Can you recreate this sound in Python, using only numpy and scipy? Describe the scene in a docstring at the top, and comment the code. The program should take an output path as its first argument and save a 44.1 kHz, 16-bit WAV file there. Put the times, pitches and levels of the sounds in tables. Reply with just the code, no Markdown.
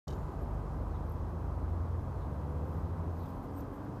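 """A city street heard from the grass verge. From the start, tyres roar, light wind rumbles on the
microphone and two engines pull away in low gear, their pitch climbing as they fire faster.
Right after the sound begins, the microphone's casing clicks and rings. Faint high rustles come
and go, joined by a brief squeak, then by thin falling chirps and crisp ticks. Past halfway a
faint whine swells and fades, and two more squeaks come near the end."""
import sys
import numpy as np
from scipy import signal
from scipy.io import wavfile

SR = 44100
rng = np.random.default_rng(int(sys.argv[2]) if len(sys.argv) > 2 else 0)


def transcribe(u):
    """Save the signal u as a 16-bit wav file named by the first command-line argument.

    u: samples, shape (n,) or (channels, n), limited to [-1, 1]; the rate is SR.
    q: integer samples, one column per channel.
    """
    v = np.clip(np.atleast_2d(u).T, -1, 1)
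    q = np.round(v * 32767).astype(np.int16)
    wavfile.write(sys.argv[1], SR, q)


N = 176400
T = np.arange(N) / SR

# Tyre roar, from low to high: pitch_hz, relative_db
TYRE_SPECTRUM = [(90, -3.5), (140, 1), (190, -4), (250, -4), (400, -8.5), (490, -6), (620, -9.5),
                 (800, -9.5), (1050, -11.5), (1300, -20.5), (1600, -25), (2000, -38.5), (2800, -41),
                 (4500, -43), (6500, -44.5), (8000, -50.5), (10500, -47.5), (15000, -53)]
# How the roar swells: time_s, change_db
TYRE_SWELL = [(0.1, 1.5), (0.6, 0.4), (1.5, -.3), (2.3, 0.3), (3.2, -0.1), (4.0, 0)]
# Tread noise of the nearest tyres: time_s, level_db
TREAD_LEVELS = [(0.1, -61), (0.8, -60), (1.6, -58), (2.3, -57.5), (3.2, -58.5), (4.0, -60.5)]
# Rumble of wind and traffic: pitch_hz, relative_db
RUMBLE_SPECTRUM = [(22, -21), (32, -9), (42, -2), (55, 1.5), (80, -1.5), (110, -3.5), (160, -11.5),
                   (300, -26.5)]
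# How loud the rumble is: time_s, level_db
RUMBLE_LEVELS = [(0.1, -43.5), (0.8, -43), (1.2, -45), (1.8, -42), (2.2, -44.5), (3.0, -44.5), (3.5, -44),
                 (4.0, -44.5)]
# How loud the traffic drone is: time_s, level_db
DRONE_LEVELS = [(0.1, -54), (0.8, -54), (1.6, -57), (2.3, -55.5), (3.0, -52.5), (3.6, -53), (4.0, -53)]
# First car's firing rate: time_s, pitch_hz
FIRST_CAR_PITCH = [(0.1, 49.54), (1.1, 49.89), (1.5, 57.14), (2.0, 64), (2.5, 73.43), (3.0, 82.18),
                   (3.5, 90.54), (4.0, 97.9)]
# Its tones at 1, 2 and 3 times that rate: time_s, first_db, second_db, third_db
FIRST_CAR_LEVELS = [(0.1, -47, -49.5, -55.5), (0.9, -40.5, -47.5, -52), (1.2, -44.5, -45, -50.5),
                    (1.7, -40.5, -53, -60), (2.15, -44, -47.5, -59), (2.55, -39.5, -46.5, -54),
                    (2.9, -38.5, -47.5, -59), (3.18, -38.5, -52, -53.5), (3.3, -51.5, -56, -52.5),
                    (3.55, -48, -64.5, -47.5), (4.0, -52, -52, -55)]
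# Second car's firing rate and base level: time_s, pitch_hz, level_db
SECOND_CAR_PULL = [(0.1, 68, -45.5), (0.6, 74, -47.5), (1.0, 79, -42), (1.5, 82.7, -40), (1.85, 85.3, -38),
                   (2.2, 88, -45.5), (3.0, 93, -41.5), (3.5, 96, -61), (4.0, 99, -50)]
# Its tones: multiple_of_firing_rate, relative_db
SECOND_CAR_TONES = [(1, 1), (2, -21), (3, -20), (4, -21.5)]
# Clicks of the casing: start_s, base_level_db
CASING_CLICKS = [(0.0802, -49.5), (0.087, -62), (0.103, -58), (0.109, -61), (0.126, -60.5), (0.133, -64)]
# Notes the casing rings at: pitch_hz, relative_db, fade_s (time to drop 60 dB)
CASING_NOTES = [(3050, 1.5, .055), (3785, 1, 0.066), (4440, -2.5, 0.045), (5480, -5.5, 0.059),
                (5965, -5, 0.048), (6550, -5.5, 0.063), (7100, -10, 0.033), (8300, -11, 0.033)]
# High rustles: middle_s, length_s, level_db
RUSTLE_SWELLS = [(0.097, 0.18, -74), (1.11, .1, -78.5), (2.351, .2, -88), (2.73, .14, -76.5),
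                 (3.256, 0.17, -72.5), (3.44, 0.046, -74), (3.59, .06, -69), (3.75, 0.062, -76)]
# The hiss they are made of: pitch_hz, relative_db
RUSTLE_SPECTRUM = [(2500, -4), (6000, -5.5), (9000, -10), (12500, -4), (15000, -4)]
# Brief squeaks: middle_s, length_s, pitch_hz, level_db
SQUEAKS = [(0.425, 0.023, 11430, -73), (3.574, 0.023, 8370, -67), (3.586, .028, 12000, -62.5)]
# Thin chirps: middle_s, level_db
FALLING_CHIRPS = [(0.95, -77), (2.22, -78), (3.24, -74)]
# Crisp ticks: middle_s, pitch_hz, level_db
CRISP_TICKS = [(1.098, 12600, -64), (1.12, 12900, -64), (2.5, 11000, -72), (2.785, 12000, -72),
               (3.195, 12000, -69), (3.574, 14000, -64), (3.609, 13600, -60), (3.608, 6350, -67.5),
               (3.85, 13200, -71)]


def from_db(db):
    """Turn decibels into a number to multiply by."""
    return 10 ** (np.asarray(db) / 20)


def rms_one(x):
    """Scale a signal so its average strength (rms) is 1."""
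    return x / np.sqrt(np.mean(x ** 2) + 1e-20)


def in_time(rows):
    """Join a table's points with lines: one curve for each column after time_s."""
    times, *columns = np.transpose(rows)
    return [np.interp(T, times, column) for column in columns]


def drift(rate_hz):
    """A smooth random wander, about 1 in size."""
    r = np.exp(-2 * np.pi * rate_hz / SR)
    return rms_one(signal.lfilter([1], [1, -2 * r, r * r], rng.standard_normal(N + SR))[SR:])


def swell(middle_s, length_s):
    """A bell-shaped rise and fall in level."""
    return np.exp(-2 * ((T - middle_s) / length_s) ** 2)


def noisy_tone(hz, width_hz):
    """A narrow band of noise around a steady or moving pitch."""
    phase = 2 * np.pi * np.cumsum(hz * np.ones(N)) / SR
    return rms_one(drift(width_hz / 2) * np.cos(phase) + drift(width_hz / 2) * np.sin(phase))


def keep_band(noise, low_hz, high_hz):
    """Keep the noise between two pitches; drop the first second, while the filter settles."""
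    sos = signal.butter(2, [low_hz, high_hz], "band", fs=SR, output="sos")
    return signal.sosfilt(sos, noise)[SR:]


def noise_between(low_hz, high_hz):
    """One steady band of noise, at strength 1."""
    return rms_one(keep_band(rng.standard_normal(N + SR), low_hz, high_hz))


def banded_noise(spectrum, flicker_db, flicker_hz):
    """Noise in bands a third of an octave wide, each flickering on its own."""
    edges = 20 * 2 ** (np.arange(30) / 3)
    hz, db = np.transpose(spectrum)
    out, white = 0, rng.standard_normal((2, N + SR))
    for k, (low, high) in enumerate(zip(edges, edges[1:])):
        if high > hz[0] and low < hz[-1]:
            band = keep_band(white[k % 2], low, high)
            band_db = np.interp(np.log(low * high) / 2, np.log(hz), db)
            out += band * from_db(band_db + flicker_db * drift(flicker_hz))
    return rms_one(out)


def street():
    """Rolling tyres roar, wind and traffic rumble, and the traffic drones a little higher up."""
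    roar_level = from_db(-45 + in_time(TYRE_SWELL)[0])
    roar = roar_level * banded_noise(TYRE_SPECTRUM, flicker_db=0.67, flicker_hz=7.6)
    rumble_level = from_db(in_time(RUMBLE_LEVELS)[0])
    rumble = rumble_level * banded_noise(RUMBLE_SPECTRUM, flicker_db=4, flicker_hz=9)
    tread = from_db(in_time(TREAD_LEVELS)[0]) * noise_between(low_hz=884, high_hz=1164)
    drone = from_db(in_time(DRONE_LEVELS)[0]) * noise_between(low_hz=215, high_hz=390)
    return roar + rumble + tread + drone


def engine(firing_hz, tones, wobble=0.0042, flutter_db=1.3):
    """An exhaust hums at multiples of its slightly unsteady firing rate; each tone flutters."""
    phase = 2 * np.pi * np.cumsum(firing_hz * (1 + wobble * drift(3.47))) / SR
    out = 0
    for multiple, db in tones:
        level = np.sqrt(2) * from_db(db + flutter_db * drift(7.9))
        out += level * np.sin(multiple * phase + rng.uniform(0, 2 * np.pi))
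    return out


def cars():
    """Two engines speed up at different rates, and their tones beat against each other."""
    first = engine(in_time(FIRST_CAR_PITCH)[0], enumerate(in_time(FIRST_CAR_LEVELS), 1))
    hz, db = in_time(SECOND_CAR_PULL)
    second = engine(hz, [(multiple, db + tone_db) for multiple, tone_db in SECOND_CAR_TONES])
    return first + second


def casing(ring_db=-9, crack_db=2, crack_s=0.0027, hiss_fade_s=1.6):
    """Each click is a short crack that sets the loose casing ringing; a faint hiss lingers."""
    hiss = from_db(-73.5 - 60 * T / hiss_fade_s) * noisy_tone(7030, width_hz=710)
    notes = [(from_db(db) * noisy_tone(hz, width_hz=220), fade_s) for hz, db, fade_s in CASING_NOTES]
    clicks = 0
    for start_s, db in CASING_CLICKS:
        age = np.maximum(T - start_s, 0)
        ring = sum(note * from_db(ring_db - 60 * age / fade_s) for note, fade_s in notes)
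        crack = from_db(crack_db) * np.exp(-age / crack_s) * noisy_tone(5500, width_hz=4000)
        clicks += (T > start_s) * from_db(db) * (ring + crack)
    return hiss + clicks


def rustles(floor_db=-85.5, grain_db=2.5):
    """Soft, grainy swishes with a high ring rise out of a very faint hiss."""
    power = sum((from_db(db) * swell(s, length_s)) ** 2 for s, length_s, db in RUSTLE_SWELLS)
    level = np.sqrt(from_db(floor_db) ** 2 + power)
    hiss = banded_noise(RUSTLE_SPECTRUM, flicker_db=1.1, flicker_hz=22)
    ring = from_db(-1) * noisy_tone(12170, width_hz=1500)
    grain = from_db(grain_db * drift(120))
    return level * rms_one((hiss + ring) * grain)


def squeaks():
    """Each squeak is one brief, rough, high tone."""
    return sum(from_db(db) * swell(s, length_s) * noisy_tone(hz, width_hz=120)
               for s, length_s, hz, db in SQUEAKS)


def chirps(middle_hz=3810, length_s=0.08, fall_per_s=3.0):
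    """Far, blurred chirps slide downward."""
    out = 0
    for middle_s, db in FALLING_CHIRPS:
        hz = middle_hz * np.exp(-fall_per_s * np.clip(T - middle_s, -length_s, length_s))
        out += from_db(db) * swell(middle_s, length_s) * noisy_tone(hz, width_hz=690)
    return out


def ticks():
    """Tiny bursts of high noise tick among the rustles."""
    return sum(from_db(db) * swell(s, length_s=0.0048) * noisy_tone(hz, width_hz=1100)
               for s, hz, db in CRISP_TICKS)


def whine(middle_s=2.6, middle_hz=496, rise_hz_per_s=35):
    """One faint, slowly climbing tone comes briefly out of the traffic."""
    hz = middle_hz + rise_hz_per_s * (T - middle_s)
    return swell(middle_s, length_s=0.35) * from_db(-57.5) * engine(hz, [(1, 0)])


def scene():
    """The traffic and the small, high sounds add up at one microphone."""
    traffic = street() + cars() + whine()
    small_sounds = rustles() + ticks() + squeaks() + chirps() + casing()
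    return (traffic + small_sounds)[None]


def record(dry, start_s=0.07, fade_s=0.0074, cutoff_hz=15300):
    """The sound fades in quickly after a moment of silence; the highest treble is cut."""
    fade_in = np.clip((T - start_s) / fade_s, 0, 1)
    treble_cut = signal.ellip(10, 0.1, 80, cutoff_hz, fs=SR, output="sos")
    return signal.sosfilt(treble_cut, dry * fade_in)


dry = scene()
out = record(dry)
transcribe(out)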